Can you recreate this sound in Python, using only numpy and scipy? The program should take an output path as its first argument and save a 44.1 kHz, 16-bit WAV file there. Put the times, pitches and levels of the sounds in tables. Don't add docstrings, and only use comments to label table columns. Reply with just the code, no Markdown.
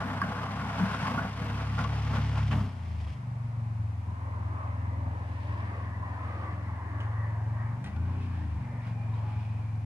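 import sys
import numpy as np
from scipy import signal
from scipy.fft import rfft, irfft, next_fast_len
from scipy.io import wavfile
from scipy.ndimage import uniform_filter1d, map_coordinates

SR = 44100
rng = np.random.default_rng(int(sys.argv[2]) if len(sys.argv) > 2 else 0)


def generate_wav(signal):
    frames = np.transpose(np.atleast_2d(signal))
    scaled = np.clip(frames, -1, 1) * 32767
    pcm = np.round(scaled).astype(np.int16)
    wavfile.write(sys.argv[1], SR, pcm)


N = 434385


def amp(db):
    return np.exp(np.asarray(db) * (np.log(10) / 20))


def unit(x):
    return x / np.sqrt(np.mean(x ** 2) + 1e-20)


def along(points, hz):
    point_hz, values = np.transpose(points)
    return np.interp(np.log(hz + 1), np.log(point_hz + 1), values)


def curves(rows):
    s, *columns = np.transpose(rows)
    return [np.interp(np.arange(N) / SR, s, column) for column in columns]


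def during(rows):
    end_s = rows[-1][0]
    return curves([(end_s, 1), (end_s + .1, 0)])[0]


def wobble(rate_hz, count=N):
    coarse = np.arange(0, count + 32, 32)
    knots = rng.standard_normal(int(N * rate_hz / SR) + 4)
    return np.interp(np.arange(count), coarse, map_coordinates(knots, [coarse * rate_hz / SR]))


def swells(times_s, lengths_s, levels_db, rise):
    t, power = np.arange(N) / SR, np.zeros(N)
    for s, length, db, share in np.broadcast(times_s, lengths_s, levels_db, np.clip(rise, .05, .95)):
        near = slice(*np.searchsorted(t, [s - length, s + length]))
        ramp = np.interp(t[near], [s - share * length, s, s + (1 - share) * length], [0, 1, 0])
        power[near] += (amp(db) * ramp) ** 2
    return np.sqrt(power)


def add(track, s, sound):
    part = track[round(s * SR):][:len(sound)]
    part += sound[:len(part)]


def filtered(x, response):
    size = next_fast_len(N + SR // 2)
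    spectrum = rfft(x.astype(np.float32), size) * response(np.fft.rfftfreq(size, 1 / SR))
    return irfft(spectrum.astype(np.complex64), size)[..., :N]


def coloured(x, spectrum):
    return unit(filtered(x, lambda hz: amp(along(spectrum, hz))))


def grains(rate_hz, spread_db, channels=3):
    count = int(rate_hz * N / SR)
    scale, kick = rng.standard_normal((2, channels, count))
    size = amp(spread_db * np.clip(scale, -2, 2)) * kick
    moments = rng.integers(N, size=(channels, count))
    return unit(np.array([np.bincount(m, g, N) for m, g in zip(moments, size)]))


def patches(shape):
    over_hz = uniform_filter1d(rng.standard_normal(shape), size=3, axis=0)
    return unit(uniform_filter1d(over_hz, size=12, axis=1))


def gliding(gain, centre_hz, patchy_db, channels=3):
    noise = rng.standard_normal((channels, N), dtype=np.float32)
    hz, t, z = signal.stft(noise, SR, nperseg=1024)
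    ratio = (hz[:, None] + 1) / np.interp(t, np.arange(N) / SR, centre_hz)
    shaped = z * (gain(ratio) * amp(patchy_db * patches(z.shape[1:])))
    return unit(signal.istft(shaped, SR, nperseg=1024)[1][:, :N])


PORT_S = 0.00048


def diffuse(pair):
    alike = lambda hz: 0.65 * np.sinc(2 * hz * PORT_S)
    mid, side = filtered(pair, lambda hz: np.sqrt(np.abs([1 + alike(hz), 1 - alike(hz)]) / 2))
    return np.array([mid + side, mid - side])


def outdoors(paths, bearing, scatter_db):
    lag, = curves(bearing)
    direct = np.array([map_coordinates(paths[0], [np.arange(N) + side * lag / 2], mode="nearest")
                       for side in (-1, 1)])
    treble = filtered(paths[1:], lambda hz: hz / (hz + 1100))
    return direct + amp(scatter_db) * diffuse(treble * signal.windows.tukey(N, .001))


# frequency in Hz, t60 in s.
TREE_T60_S = [(200, 0.33), (10000, 0.011)]


def echoed(x):
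    hz, t, z = signal.stft(rng.standard_normal((2, SR // 4)), SR, nperseg=256)
    decay = amp(-60 * t / along(TREE_T60_S, hz)[:, None])
    tails = signal.istft(z * decay, SR, nperseg=256)[1]
    echoes = [signal.oaconvolve(x, tail / np.linalg.norm(tail))[:N] for tail in tails]
    return np.array([x] + echoes)


# frequency in Hz, relative level in dB.
AIR_DB = [(20, 3), (200, -1), (400, -11), (700, 2.5), (1050, 1.5), (1350, -6), (2200, -8), (3300, -19),
          (11000, -30), (14500, -48)]


def air():
    return amp(-53.5) * diffuse(coloured(rng.standard_normal((2, N)), AIR_DB))


# frequency in Hz, relative level in dB.
ROAR_SPECTRUM_DB = [(200, -8.5), (330, -4), (450, -11.5), (640, -4), (780, -6.5), (1000, 1), (1200, -3),
                    (1400, -12), (2000, -15), (3000, -32.5), (6000, -59.5)]
# peak in seconds, length in seconds, hiss level in dB,
# hiss centre in Hz, roar level in dB; both levels relative.
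TYRE_SWELLS_DB = [(4.623, .75, -62, 1830, -49), (5.74, 0.85, -49.5, 1750, -48.5),
                  (6.255, 0.82, -48, 1780, -46.5), (6.462, .26, -48, 1820, -51),
                  (7.062, 1.24, -48, 1815, -47.5), (7.665, .36, -49, 1770, -49),
                  (8.105, 0.35, -59, 1540, -51.5), (8.38, 0.49, -56, 1680, -64),
                  (8.752, 0.57, -55.5, 1960, -55), (9.246, .7, -64, 1490, -52.5)]
PATCH_RISE = 0.53
PASS_S, ROAD_M, CAR_M_PER_S = 5.46, 27.4, 12.8
IN_VIEW_S, HIDDEN_S, FADE_S, SCREEN_DB = 4.12, 9.72, 0.092, -7
ROAR_DB, HISS_DB = -49, -58.5
ROAR_HZ, ROAR_SHIFT = 930, 0.055
SWELL_BRIGHTENS = 0.095


def road():
    t = np.arange(N) / SR
    along_m = CAR_M_PER_S * (t - PASS_S)
    distance_m = np.hypot(ROAD_M, along_m)
    in_view = (np.tanh((t - IN_VIEW_S) / FADE_S) - np.tanh((t - HIDDEN_S) / FADE_S)) / 2
    nearness = ROAD_M / distance_m * amp(SCREEN_DB * (1 - in_view))
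    s, length_s, hiss_db, hiss_hz, surge_db = np.transpose(TYRE_SWELLS_DB)
    hiss_swell = swells(s, length_s, hiss_db, PATCH_RISE)
    surge = swells(s, length_s, surge_db, PATCH_RISE)
    roar_hz = ROAR_HZ * (1 - ROAR_SHIFT * along_m / distance_m)
    roar_hz = roar_hz * (1 + SWELL_BRIGHTENS * surge / surge.max())
    roar = gliding(lambda ratio: amp(along(ROAR_SPECTRUM_DB, 1000 * ratio)), roar_hz, patchy_db=2.8)
    hiss_band = lambda ratio: 1 / (1 + (np.log2(ratio) / 0.21) ** 4)
    hiss = gliding(hiss_band, np.interp(t, s, hiss_hz), patchy_db=3.5)
    hiss_gain = np.hypot(amp(HISS_DB) * nearness ** 2, hiss_swell) * amp(-6.0 + 0.77 * wobble(14))
    roar_gain = np.hypot(amp(ROAR_DB) * nearness, surge) * amp(0.56 * wobble(5))
    return roar_gain * roar + hiss_gain * hiss


# time in seconds, centre in Hz, relative level in dB.
NARROW_HISS_HZ_DB = [(7.2, 2140, -85), (7.5, 2250, -68), (8.22, 2450, -62), (8.5, 2400, -69),
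                     (8.88, 2350, -61), (9.45, 2480, -59), (9.85, 2400, -74)]


def narrow_hiss():
    hz, db = curves(NARROW_HISS_HZ_DB)
    band = lambda ratio: 1 / (1 + (np.log2(ratio) / 0.059) ** 4)
    return amp(db - 5.5) * gliding(band, hz, patchy_db=6.0)


# peak in seconds, length in seconds, relative level in dB.
SLUSH_PATCHES_DB = [(5.552, 1.0, -62.5), (6.378, 1, -66), (8.317, 0.98, -64.5), (8.874, 0.17, -61),
                    (9.173, 0.18, -69), (9.357, 0.82, -65)]
# frequency in Hz, relative level in dB.
SPRAY_DB = [(1200, -19), (2300, 11), (3000, 3.5), (4000, -4), (5100, -6.5), (7000, -20.5), (10000, -18),
            (14000, -46)]
SLUSH_FLOOR_DB = -80.5


def slush():
    gain = np.hypot(amp(SLUSH_FLOOR_DB), swells(*np.transpose(SLUSH_PATCHES_DB), PATCH_RISE))
    return gain * amp(1 + 1.3 * wobble(30)) * coloured(grains(8000, spread_db=3.0), SPRAY_DB)


# start in seconds, ring level in dB, pitch in Hz, ring t60 in seconds,
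# relative level of crumbling snow in dB.
CLICKS_DB_HZ_S = [(3.003, -55, 3100, .036, -64), (3.076, -54, 3200, .036, -68),
                  (7.004, -45, 2990, 0.044, -55), (7.842, -51, 8600, 0.012, -49.5),
                  (7.864, -59, 8200, 0.013, -67), (9.14, -56.5, 3824, 0.032, -61)]
# frequency in Hz, relative level in dB.
CRUMBS_DB = [(800, 11), (2000, 11), (5000, -6), (10000, -14.5), (13000, -41)]


def clicks():
    track, crumbs, t = np.zeros(N), np.zeros(N), np.arange(SR // 4) / SR
    for s, ring_db, hz, t60_s, snow_db in CLICKS_DB_HZ_S:
        blur_rad = np.cumsum(rng.standard_normal(len(t))) * hz / 60000
        add(track, s, amp(ring_db - 60 * t / t60_s) * np.sin(2 * np.pi * hz * t + blur_rad))
        add(crumbs, s, amp(snow_db - 60 * t / 0.23))
    snow = coloured(grains(6000, spread_db=-3.5, channels=1)[0], CRUMBS_DB)
    return track + amp(5.0) * crumbs * snow


# start in seconds, relative level in dB.
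CLACK_BLOWS_DB = [(0.2157, -27), (0.2166, -14.5), (0.2175, -37)]
# frequency in Hz, relative level in dB, t60 in seconds.
CLACK_MODES_HZ_DB_S = [(1125, -2, 0.028), (1627, -2.5, 0.03), (4920, -17, .012), (9040, -30.5, 0.015),
                       (12800, -30, 0.009)]


def clack():
    track, t = np.zeros(N), np.arange(SR // 16) / SR
    ring = sum(amp(db - 60 * t / t60_s) * np.sin(2 * np.pi * hz * t)
               for hz, db, t60_s in CLACK_MODES_HZ_DB_S)
    onset = 1 - np.exp(-t / 0.00055)
    for s, db in CLACK_BLOWS_DB:
        add(track, s, amp(db - 1) * ring * onset)
    return track


# time in seconds, mean firing rate of one cylinder bank in Hz.
BANK_FIRING_HZ = [(0, 32.1), (0.87, 34.9), (1.1, 34), (1.48, 34.4), (2.0, 35.7), (2.6, 34.2), (2.85, 28.0),
                  (3.12, 24.5), (3.98, 21.2), (6.86, 21.2), (7.1, 21.8), (7.41, 21.5), (7.73, 22.8),
                  (8.09, 29.4), (8.2, 30.7), (8.29, 29.8), (8.64, 23.6), (9.19, 21.8), (9.85, 21.7)]
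# time in seconds, relative level in dB.
BOOM_DB = [(0, -37.5), (1.34, -36.5), (1.59, -31.5), (2.45, -26), (2.61, -26), (2.71, -37.5), (2.92, -32),
           (3.08, -33), (3.16, -38.5), (3.3, -33), (3.79, -30.5), (4.06, -34.5), (4.47, -32.7),
           (5.3, -32.7), (6.2, -34.8), (6.88, -35.3), (7.08, -30), (7.68, -30.5), (7.9, -38.5),
           (8.01, -27.5), (8.12, -31), (8.56, -31.5), (8.63, -36.5), (9.05, -31.5)]
# time in seconds, relative level in dB.
THROTTLE_DB = [(0, 1.5), (2.5, 6), (3.3, -1.5), (4.5, 1.5), (5.3, 3.5), (7.6, -0.5), (8.0, 10), (8.45, 6.5),
               (8.7, 3)]
# time in seconds, effort (0 low idle, 1 fast idle, 2 pulling, 3 revving).
EFFORT_STEPS = [(3.08, 2), (3.17, 1), (3.6, 1), (4.05, 0), (6.9, 0), (7.05, .6), (7.83, 1), (7.98, 3),
                (8.5, 3), (8.62, 1), (9.3, .8)]
# multiple of the firing rate, relative dB at low idle, fast idle, pulling.
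LOW_ORDERS_DB = [(2, -22, -14, -1), (3, -21, -13, 1), (4, -0.5, -9, -5), (5, -0.5, 1.5, -21),
                 (6, -25.5, -8.5, -17)]
# multiple, relative dB at low idle, fast idle, pulling, revving.
UPPER_ORDERS_DB = [(7, -52.5, -51, -56.5, -62), (8, -56.5, -53, -53, -54), (9, -59, -67.5, -65, -60),
                   (10, -57.5, -53.5, -66, -59.5), (11, -62, -59.5, -65, -54), (12, -56, -61.5, -58, -58),
                   (13, -75, -67.5, -62, -59.5), (14, -58, -63, -69, -67)]
# frequency in Hz, gain in dB.
TAILPIPE_DB = [(42, -19.5), (58, -18), (70, 1), (85, 3)]
# frequency in Hz, gain in dB.
MUFFLER_DB = [(148, -1), (168, -3.5), (188, 0), (220, 1.5), (245, 0.5), (275, -5.5), (297, -1),
              (325, -14.5), (360, -17), (405, -3), (500, -12)]
# frequency in Hz, relative level in dB.
BURBLE_DB = [(25, -21.5), (45, -21), (70, 7.5), (130, 3.5), (230, -2.5), (340, -16.5), (410, -13),
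             (600, -28), (1500, -79)]
PULSE_SMEAR_RAD = [.5, .8]
FLUTTER_DB = 1.5


def engine():
    (rate_hz,), (boom_db,) = curves(BANK_FIRING_HZ), curves(BOOM_DB)
    (throttle_db,), (effort,) = curves(THROTTLE_DB), curves(EFFORT_STEPS)
    by_effort = lambda values: np.interp(effort, np.arange(len(values)), values)
    lope = 1 / (1 + effort)
    flutter = amp(FLUTTER_DB * lope * wobble(21))
    jitter_rad = lope * (.025 * wobble(21) + .06 * wobble(4))
    phase = 2 * np.pi * np.cumsum(rate_hz) / SR + jitter_rad

    smear = np.interp(effort, [1, 2], PULSE_SMEAR_RAD)
    gains = np.array([amp(by_effort(db) + along(TAILPIPE_DB, k * rate_hz) + .6 * lope * wobble(8))
                      for k, *db in LOW_ORDERS_DB])
    shares = gains / np.linalg.norm(gains, axis=0)
    lines = sum(share * np.cos(k * phase - smear * (k - 4) ** 2)
                for share, (k, *_) in zip(shares, LOW_ORDERS_DB))
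    boom = amp(boom_db - .7) * lines

    upper = np.zeros(N)
    for k, *db in UPPER_ORDERS_DB:
        gain = amp(by_effort(db) + 2.2 * wobble(7.5) + along(MUFFLER_DB, k * rate_hz))
        upper += gain * np.cos(k * phase + rng.uniform(0, 2 * np.pi))
    puffs = coloured(rng.standard_normal(N), BURBLE_DB) * (1 + 0.65 * np.cos(phase))
    tones = np.sqrt(2) * (boom + amp(throttle_db - 3.5) * upper)
    return flutter * (tones + amp(throttle_db / 2 - 53) * puffs)


# start in seconds,
# length in seconds, mean pitch in Hz, relative level in dB, pitch unsteadiness as a share.
SHORT_TONES_S_HZ_DB = [(0.788, 0.11, 185.3, -24, 0.049), (1.176, 0.026, 1451, -24.5, .012),
                       (1.776, 0.023, 1408, -30.5, .012), (1.79, 0.028, 1062, -33.5, 0.013),
                       (2.14, 0.07, 1465, -39, 0.014), (7.842, 0.11, 1950, -52.5, 0.02),
                       (8.965, 0.076, 818, -43, .01), (9.18, 0.22, 845, -48, 0.014)]


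def short_tones():
    track = np.zeros(N)
    for s, length_s, hz, db, unsteady in SHORT_TONES_S_HZ_DB:
        swell = signal.windows.tukey(round(length_s * SR), .6)
        pitch_hz = hz * (1 + unsteady * wobble(230, count=len(swell)))
        add(track, s, amp(db - 4.0) * swell * np.sin(2 * np.pi * np.cumsum(pitch_hz) / SR))
    return track


# centre in Hz, width in Hz, relative level in dB.
BOARD_MODES_HZ_DB = [(485, 21, -6.5), (671, 18, -2), (853, 33, -3.5), (1049, 38, -2), (1145, 27, -2),
                     (1433, 25, -6)]


def plywood(x):
    def response(hz):
        total = 0
        for k, (centre_hz, width_hz, db) in enumerate(BOARD_MODES_HZ_DB):
            damping = 1j * hz * width_hz
            total = total + (-1) ** k * amp(db) * damping / (centre_hz ** 2 - hz ** 2 + damping)
        return total
    return filtered(x, response)


# start in seconds, relative level in dB.
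KNOCKS_DB = [(.111, -34), (1.232, -29), (1.465, -26), (1.812, -25), (1.841, -17), (2.16, -30), (2.548, -30),
             (7.963, -33)]
# frequency in Hz, relative level in dB.
CRUNCH_SPECTRUM_DB = [(900, -30.5), (1900, 3), (3200, -1.5), (4000, -8), (5200, -8.5), (7200, -18.5),
                      (10000, -23), (14000, -37)]


def knocks():
    blows, t = np.zeros(N), np.arange(SR // 8) / SR
    for s, db in KNOCKS_DB:
        add(blows, s, amp(db - 60 * t / 0.06))
    thud = amp(7.5) * plywood(blows * rng.standard_normal(N))
    return thud + amp(-26) * blows * coloured(rng.standard_normal(N), CRUNCH_SPECTRUM_DB)


# peak in seconds, length in seconds, level in dB.
CRUSTS_DB = [(2.516, .024, -36), (2.529, .036, -35)]
# frequency in Hz, relative level in dB.
SNAP_DB = [(400, 1), (900, 7), (2200, 0), (3200, -3.5), (3900, -17.5), (5300, -21), (8000, -29),
           (14000, -37)]
# peak in seconds, length in seconds, level in dB.
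PACKING_SWELLS_DB = [(2.553, 0.09, -39.5), (2.6, .24, -49.5), (3.072, 0.041, -53)]
# frequency in Hz, relative level in dB.
PACKED_DB = [(330, -22), (520, 0), (1200, 1.5), (1650, -27)]
CRUST_RISE = 0.33


def crusts():
    snaps = swells(*np.transpose(CRUSTS_DB), CRUST_RISE) * coloured(grains(5000, spread_db=2.5), SNAP_DB)
    dull = filtered(grains(700, spread_db=3), lambda hz: 1 / (1 + (hz / 2500) ** 4))
    return snaps + swells(*np.transpose(PACKING_SWELLS_DB), CRUST_RISE) * coloured(dull, PACKED_DB)


GRIP_DB = 1.5


def gripping(x):
    z = signal.stft(x.astype(np.float32), nperseg=512)[2]
    return unit(signal.istft(z * amp(GRIP_DB * patches(z.shape[1:])), nperseg=512)[1][:, :N])


# time in seconds, scrape and crunch in relative dB.
DRAG_DB = [(0, -34.5, -52), (0.55, -35.5, -50.5), (1.08, -31.5, -45), (1.22, -32.5, -50),
           (1.33, -42.5, -52.5), (2.15, -40, -49), (2.56, -47.5, -52), (2.76, -56, -63.5),
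           (3.12, -71, -59.5), (3.25, -69, -80.5)]
# peak in seconds, # length
# in seconds, share of it spent building up, scrape and judder in relative dB.
SHOVES_DB = [(0.075, 0.24, 0.25, -51, -34.5), (0.253, 0.17, 0.5, -59, -32.5),
             (0.433, 0.16, 0.53, -39.5, -45), (0.84, 0.13, 0.54, -35, -29), (1.176, 0.37, 0.56, -54, -33.5),
             (1.442, 0.3, 0.37, -37.5, -35), (1.598, 0.2, 0.28, -38.5, -60),
             (1.793, 0.11, 0.25, -32, -33.5), (2.162, 0.2, 0.54, -35, -31), (2.368, 0.17, 0.36, -38, -61),
             (2.558, 0.25, 0.38, -43, -29.5), (7.852, 0.099, 0.19, -56, -47.5),
             (8.875, 0.12, 0.38, -49.5, -46)]
# frequency in Hz, relative level in dB.
JUDDER_SPECTRUM_DB = [(60, -31), (120, -2.5), (165, 2), (195, 3.5), (270, -5), (350, -26), (800, -55)]
# frequency in Hz, relative level in dB.
SCRAPE_SPECTRUM_DB = [(250, -26), (350, -9.5), (480, -8), (800, -2), (1500, -3.5), (2100, -14.5),
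                      (3500, -28), (6000, -59.5)]
JUDDER_FLOOR_DB, JUDDER_FOLLOWS = -43.5, 0.75
SHOVE_CRUNCH_DB = -15.5
CLUMP_DB = 1.45


def plow():
    scrape_db, crunch_db = curves(DRAG_DB)
    pushing = during(DRAG_DB)
    s, length_s, rise, shove_db, shake_db = np.transpose(SHOVES_DB)
    shove, shake = swells(s, length_s, shove_db, rise), swells(s, length_s, shake_db, rise)
    clumps = amp(CLUMP_DB * wobble(95))

    median_db = np.median([row[1] for row in DRAG_DB])
    tremble = amp(JUDDER_FLOOR_DB + JUDDER_FOLLOWS * (scrape_db - median_db))
    judder_gain = np.hypot(pushing * tremble, shake) * amp(-1.5)
    judder = judder_gain * coloured(grains(900, spread_db=2), JUDDER_SPECTRUM_DB)

    rasp = coloured(grains(9000, spread_db=0.0) * clumps, SCRAPE_SPECTRUM_DB)
    ring = unit(plywood(grains(5000, spread_db=0.5) * clumps))
    scrape_gain = np.hypot(pushing * amp(scrape_db), shove) * amp(-4.5)
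    scrape = scrape_gain * gripping(rasp + 0.72 * ring)

    crunch_gain = np.hypot(pushing * amp(crunch_db), amp(SHOVE_CRUNCH_DB) * shove) * amp(-0.83)
    crunch = crunch_gain * coloured(grains(6000, spread_db=-0.5) * clumps, CRUNCH_SPECTRUM_DB)
    return judder + scrape + crunch


# time in seconds, lag of the left port in samples.
VAN_LAG_SAMPLES = [(0, -4), (1.702, -3.5), (3, -0.5), (7.5, 6), (9.85, -4.5)]
# time in seconds, lag of the left port in samples.
ROAD_LAG_SAMPLES = [(5, 12), (6.4, 6.9), (8, 3.6), (9.85, 1.5)]


def scene():
    far = outdoors(road() + narrow_hiss() + slush(), ROAD_LAG_SAMPLES, scatter_db=4)
    van = outdoors(echoed(engine() + short_tones() + clicks() + clack()), VAN_LAG_SAMPLES, scatter_db=-5)
    snow = outdoors(plow() + crusts() + knocks(), VAN_LAG_SAMPLES, scatter_db=1.5)
    return air() + far + van + snow


# frequency in Hz, gain in dB.
LEFT_OVER_RIGHT_DB = [(60, 1.3), (630, 1), (2500, 1), (5000, 3.5), (8000, .6)]
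TOP_HZ = 14700


def record(dry):
    edges = signal.windows.tukey(N, .001)
    tilt = lambda hz: amp(np.outer([.5, -.5], along(LEFT_OVER_RIGHT_DB, hz)))
    ports = filtered(dry * edges, tilt)
    return filtered(ports, lambda hz: 1 / (1 + (hz / TOP_HZ) ** 200))


dry = scene()
out = record(dry)
generate_wav(out)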